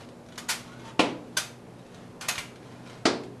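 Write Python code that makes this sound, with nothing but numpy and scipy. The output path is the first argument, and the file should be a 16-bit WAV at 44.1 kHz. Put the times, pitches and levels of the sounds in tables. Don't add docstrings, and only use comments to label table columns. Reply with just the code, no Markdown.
import sys
import numpy as np
from scipy import signal
from scipy.io import wavfile
from scipy.ndimage import uniform_filter1d

SR = 44100
rng = np.random.default_rng(int(sys.argv[2]) if len(sys.argv) > 2 else 0)


def unload_wav(signal):
    wavfile.write(
        sys.argv[1],
        SR,
        np.round(np.clip(np.atleast_2d(signal).T, -1, 1) * 32767).astype(np.int16),
    )


def gain_from_db(level_db):
    decades = np.asarray(level_db, float) / 20
    return 10 ** decades


N = 149940
LEAD_S = 0.004


def evened(x):
    return x / np.sqrt(np.mean(x ** 2) + 1e-20)


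def sized(x, db):
    return gain_from_db(db) * np.sqrt(SR / 20) * x / np.linalg.norm(x)


def read(points, hz):
    f, value = np.transpose(points)
    return np.interp(np.log(hz + 1), np.log(f + 1), value)


def add(mix, start_s, sound):
    part = mix[max(round(start_s * SR), 0):][:len(sound)]
    part += sound[:len(part)]


def click(colour, tilt_db=0):
    hz = abs(np.fft.fftfreq(2048, 1 / SR))
    tilt = tilt_db * np.log2((hz + 300) / 3000)
    log_gain = np.log(gain_from_db(read(colour, hz) + tilt))
    x = np.fft.ifft(np.exp(np.conj(signal.hilbert(log_gain)))).real[:1024]
    return x / np.linalg.norm(x)


def rings(modes):
    t = np.arange(16000) / SR
    x = sum(gain_from_db(db - 60 * t / t60) * np.sin(2 * np.pi * hz * t) for hz, db, t60 in modes)
    return x / np.linalg.norm(x)


def rattle(length_s, per_s, spread_db):
    chance, size, sign = rng.random((3, 4000))
    t = np.arange(4000) / SR - LEAD_S
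    knocks = (chance < per_s / SR) * np.sign(sign - 0.5) * gain_from_db(-spread_db * np.log(size + 0.016))
    first_touch = gain_from_db(-23.5) * np.minimum(1 + t / LEAD_S, 1)
    swell = np.clip(t / 0.0021, 0, 1) + first_touch
    decay = np.exp(-(np.maximum(t, 0) / max(length_s, 0.0005)) ** 1.43)
    return knocks * swell * decay


def knock(out, start_s, level_db, body, length_s, per_s, spread_db):
    layer = np.zeros(out.shape)
    knocks = signal.fftconvolve(rattle(length_s, per_s, spread_db), body)
    add(layer[0], start_s - LEAD_S, sized(knocks, level_db))
    add(layer[1], start_s + length_s / 3, sized(body, level_db))
    return out + layer


def band(hz, width_hz):
    turn = np.exp(2j * np.pi * np.cumsum(hz) / SR)
    r = np.exp(-np.pi * width_hz / SR)
    z = rng.standard_normal(len(hz)) + 1j * rng.standard_normal(len(hz))
    waver = signal.lfilter([1 - r], [1, -r], z) * 0.5 / np.sqrt(1 - r)
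    return evened((turn * (1 + waver)).real)


# pitch_hz, level_db
VENTILATION_COLOUR = [(25, -23), (90, -14), (108, -6.5), (480, -9), (1140, -21.5), (3000, -32.5),
                      (11900, -42.5), (12500, -60)]
# pitch_hz, level_db, width_hz
LAMP_HUM = [(123.1, -54, 1), (239.5, -54.5, 2.7), (181, -60, 11)]


def air():
    frames, hz = N // 512 + 5, np.fft.rfftfreq(2048, 1 / SR)
    a, b, patches = rng.standard_normal((frames, 1025, 3)).T
    patches = uniform_filter1d(patches, size=20, axis=0)
    patches = evened(uniform_filter1d(patches, size=7, axis=1))
    z = (a + 1j * b) * gain_from_db(read(VENTILATION_COLOUR, hz)[:, None] + 0.5 * patches)
    wash = gain_from_db(-48) * evened(signal.istft(z, nperseg=2048, noverlap=1536)[1][:N])
    return wash + sum(gain_from_db(db) * band(np.full(N, hum_hz), width) for hum_hz, db, width in LAMP_HUM)


# pitch_hz, t60_s
CORRIDOR_DECAY = [(150, 0.68), (400, 0.53), (1000, 0.41), (2800, 0.34), (7000, 0.32), (12000, 0.3)]


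def corridor(direct, sent):
    early_t60_s, build_up_s, early_db, late_db = 0.097, 0.0028, -2.5, -1.5
    out, s = np.zeros(N), np.arange(SR) / SR
    turn = np.arange(N) / SR * 1.718
    for k in range(3):
        taps = np.zeros(SR)
        at = np.arange(50, SR - 20, 20)
        taps[at + rng.integers(0, 20, len(at))] = rng.choice([-1., 1.], len(at))
        early = taps * gain_from_db(-60 * s / early_t60_s)
        hz, t, z = signal.stft(taps, SR, nperseg=256)
        decay = gain_from_db(-60 * t / read(CORRIDOR_DECAY, hz)[:, None])
        late = signal.istft(z * decay, SR, nperseg=256)[1][:SR]
        late *= 1 - np.exp(-s / build_up_s)
        share = np.sqrt(2 / 3) * np.cos(np.pi * (turn + k / 3))
        out += gain_from_db(early_db) * signal.fftconvolve(direct * share, early / np.linalg.norm(early))[:N]
        out += gain_from_db(late_db) * signal.fftconvolve(sent * share, late / np.linalg.norm(late))[:N]
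    return out


# middle_s, length_s, level_db
DRAGS = [(.01, 0.047, -49.5), (0.326, 0.05, -61.5), (0.65, 0.42, -55), (0.864, 0.084, -50),
         (1.305, 0.36, -64), (1.958, 0.31, -59), (2.244, 0.049, -42.5), (2.43, 0.17, -56),
         (2.703, 0.23, -57.5), (2.912, .18, -53)]
# pitch_hz, level_db
DRAG_COLOUR = [(400, -3), (1000, 4), (2200, -0.5), (4000, -4), (7000, -11.5), (11800, -21.5), (12500, -39)]
# start_s, length_s, level_db, start_hz, end_hz
RUBBER_SQUEAKS = [
    (.65, .08, -60, 1060, 1100),
    (.675, .135, -55, 1250, 1550),
    (.815, .15, -51, 925, 895),
    (2.9, .07, -61, 1020, 1030),
]


def friction():
    t = np.arange(N) / SR
    grain = evened(uniform_filter1d(rng.standard_normal(N), size=150))
    grit = rng.standard_normal(N) * gain_from_db(-4 * grain)
    stroke = sum(gain_from_db(db) * np.exp(-((t - s) / (length / 2)) ** 2) for s, length, db in DRAGS)
    out = stroke * evened(signal.oaconvolve(grit, click(DRAG_COLOUR))[:N])
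    for start_s, length_s, level_db, from_hz, to_hz in RUBBER_SQUEAKS:
        progress = np.minimum(np.arange(6600) / SR / length_s, 1)
        tone = band(from_hz + (to_hz - from_hz) * np.sqrt(progress), width_hz=28)
        add(out, start_s, gain_from_db(level_db) * np.sqrt(np.sin(np.pi * progress) + 1e-9) * tone)
    return out


# start_s, thump_db, slap_db
LANDINGS = [
    (0.9927, -24, -21.5),
    (3.0535, -23.5, -22),
]
# pitch_hz, level_db, t60_s
FLOOR_MODES = [
    [(193, -8, 0.4), (263.3, -14, 0.38), (292, 7, 0.067), (271.7, -17, 0.57), (397, -8, 0.32),
     (431, -7.5, 0.19), (490, -10, 0.26), (616, -13.5, 0.41), (706, -5, 0.16), (987, -14, 0.4)],
    [(185.2, -19.5, 0.92), (246, -9, 0.45), (281, 4, 0.097), (370, -5, 0.38), (417, -4, 0.38),
     (457, -4, 0.26), (560, -17, 0.1), (670, -11, 0.27), (755, -13, 0.26)],
]
# pitch_hz, level_db
SLAP_COLOURS = [
    [(120, -60), (280, -4.5), (800, -3), (1600, -13.5), (2600, -8.5), (4500, -17), (10500, -34.5),
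     (12200, -49)],
    [(120, -60), (330, -3), (1200, -9), (3200, -16.5), (4600, -11.5), (6500, -23), (9800, -33.5),
     (11000, -60)],
]


def shoe():
    slap, thump = np.zeros((2, N)), np.zeros(N)
    push = np.exp(-(np.arange(-90, 90) / SR / 0.0004) ** 2)
    for (start_s, thump_db, slap_db), modes, colour in zip(LANDINGS, FLOOR_MODES, SLAP_COLOURS):
        ringing = np.gradient(np.convolve(push, rings(modes)))
        add(thump, start_s, sized(ringing, thump_db))
        slap = knock(slap, start_s, slap_db, click(colour), length_s=0.013, per_s=6000, spread_db=1.8)
    return slap, thump


# start_s, level_db, rattle_s, tilt_db per octave, ring_db relative to the clack
TUBE_CLACKS = [
    (.378, -42, .012, -0.8, -3.5),
    (0.4875, -27.5, .03, 0.4, -13),
    (1.37, -28.5, .014, 0.5, -3),
    (2.2102, -40.5, .016, -1, -5),
    (2.2853, -29.5, .014, -1.2, -3.5),
    (2.3804, -38, .014, -0.3, 1),
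]
# pitch_hz, level_db, t60_s
TUBE_MODES = [
    [(1230, 1.5, 0.016), (5120, -8, 0.026), (6640, -6, 0.018)],
    [(1930, -3, 0.037), (4670, -1.5, .03), (6700, 2, .02)],
    [(1558, 0, 0.051), (2484, -0.5, 0.042), (3637, -1, 0.034), (4730, -2, 0.048), (6234, 3.5, 0.033)],
    [(1506, -2, 0.055), (6210, 1, 0.025)],
    [(1280, -7, 0.03), (2550, -0.5, 0.021), (3620, -3, 0.035), (6500, 6, .03), (10700, -4.5, 0.045),
     (12414, -9, 0.042)],
    [(2270, 4, 0.01), (2740, 2, 0.0096), (6600, -5, 0.0088)],
]
# pitch_hz, level_db
METAL_COLOUR = [(150, -60), (600, -7), (1200, -2), (2000, -2), (5000, -3.5), (7000, -6), (10900, -10),
                (13000, -16.5)]
# start_s, level_db
JOINT_CREAKS = [(0.029, -67), (.087, -60), (.262, -66), (.286, -60.5), (.322, -58.5), (.356, -59),
                (.816, -68), (1.667, -93), (1.793, -65), (1.864, -64.5), (1.944, -58.5), (2.355, -43.5),
                (2.557, -60), (2.873, -59.5), (3.235, -57.5)]
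# pitch_hz, level_db
CREAK_COLOUR = [(500, -46), (1200, 8), (2200, 4), (3500, 6), (5500, 0), (9000, -6.5), (12500, -18)]


def crutches():
    out = np.zeros((2, N))
    per_s, spread_db = 9000, 1.5
    for (start_s, level_db, rattle_s, tilt_db, ring_db), modes in zip(TUBE_CLACKS, TUBE_MODES):
        out = knock(out, start_s, level_db, click(METAL_COLOUR, tilt_db), rattle_s, per_s, spread_db)
        out = knock(out, start_s, level_db + ring_db, rings(modes), 0.00073, per_s, spread_db)
    for start_s, level_db in JOINT_CREAKS:
        out = knock(out, start_s, level_db, click(CREAK_COLOUR), length_s=0.0031, per_s=5000, spread_db=0.7)
    return out


def scene():
    slap, thump = shoe()
    direct, sent = crutches() + slap + friction()
    echoes = corridor(direct, sent + gain_from_db(-1.5) * thump)
    return (gain_from_db(-3) * (direct + echoes) + thump + air())[None]


def low_pass(x):
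    return signal.sosfilt(signal.butter(12, 13730, fs=SR, output="sos"), x)


def record(dry):
    lowpass = signal.firwin(511, 13000, window=("kaiser", 9), fs=SR)
    finished = signal.oaconvolve(dry, lowpass[None], "same")
    return low_pass(finished)


dry = scene()
out = record(dry)
unload_wav(out)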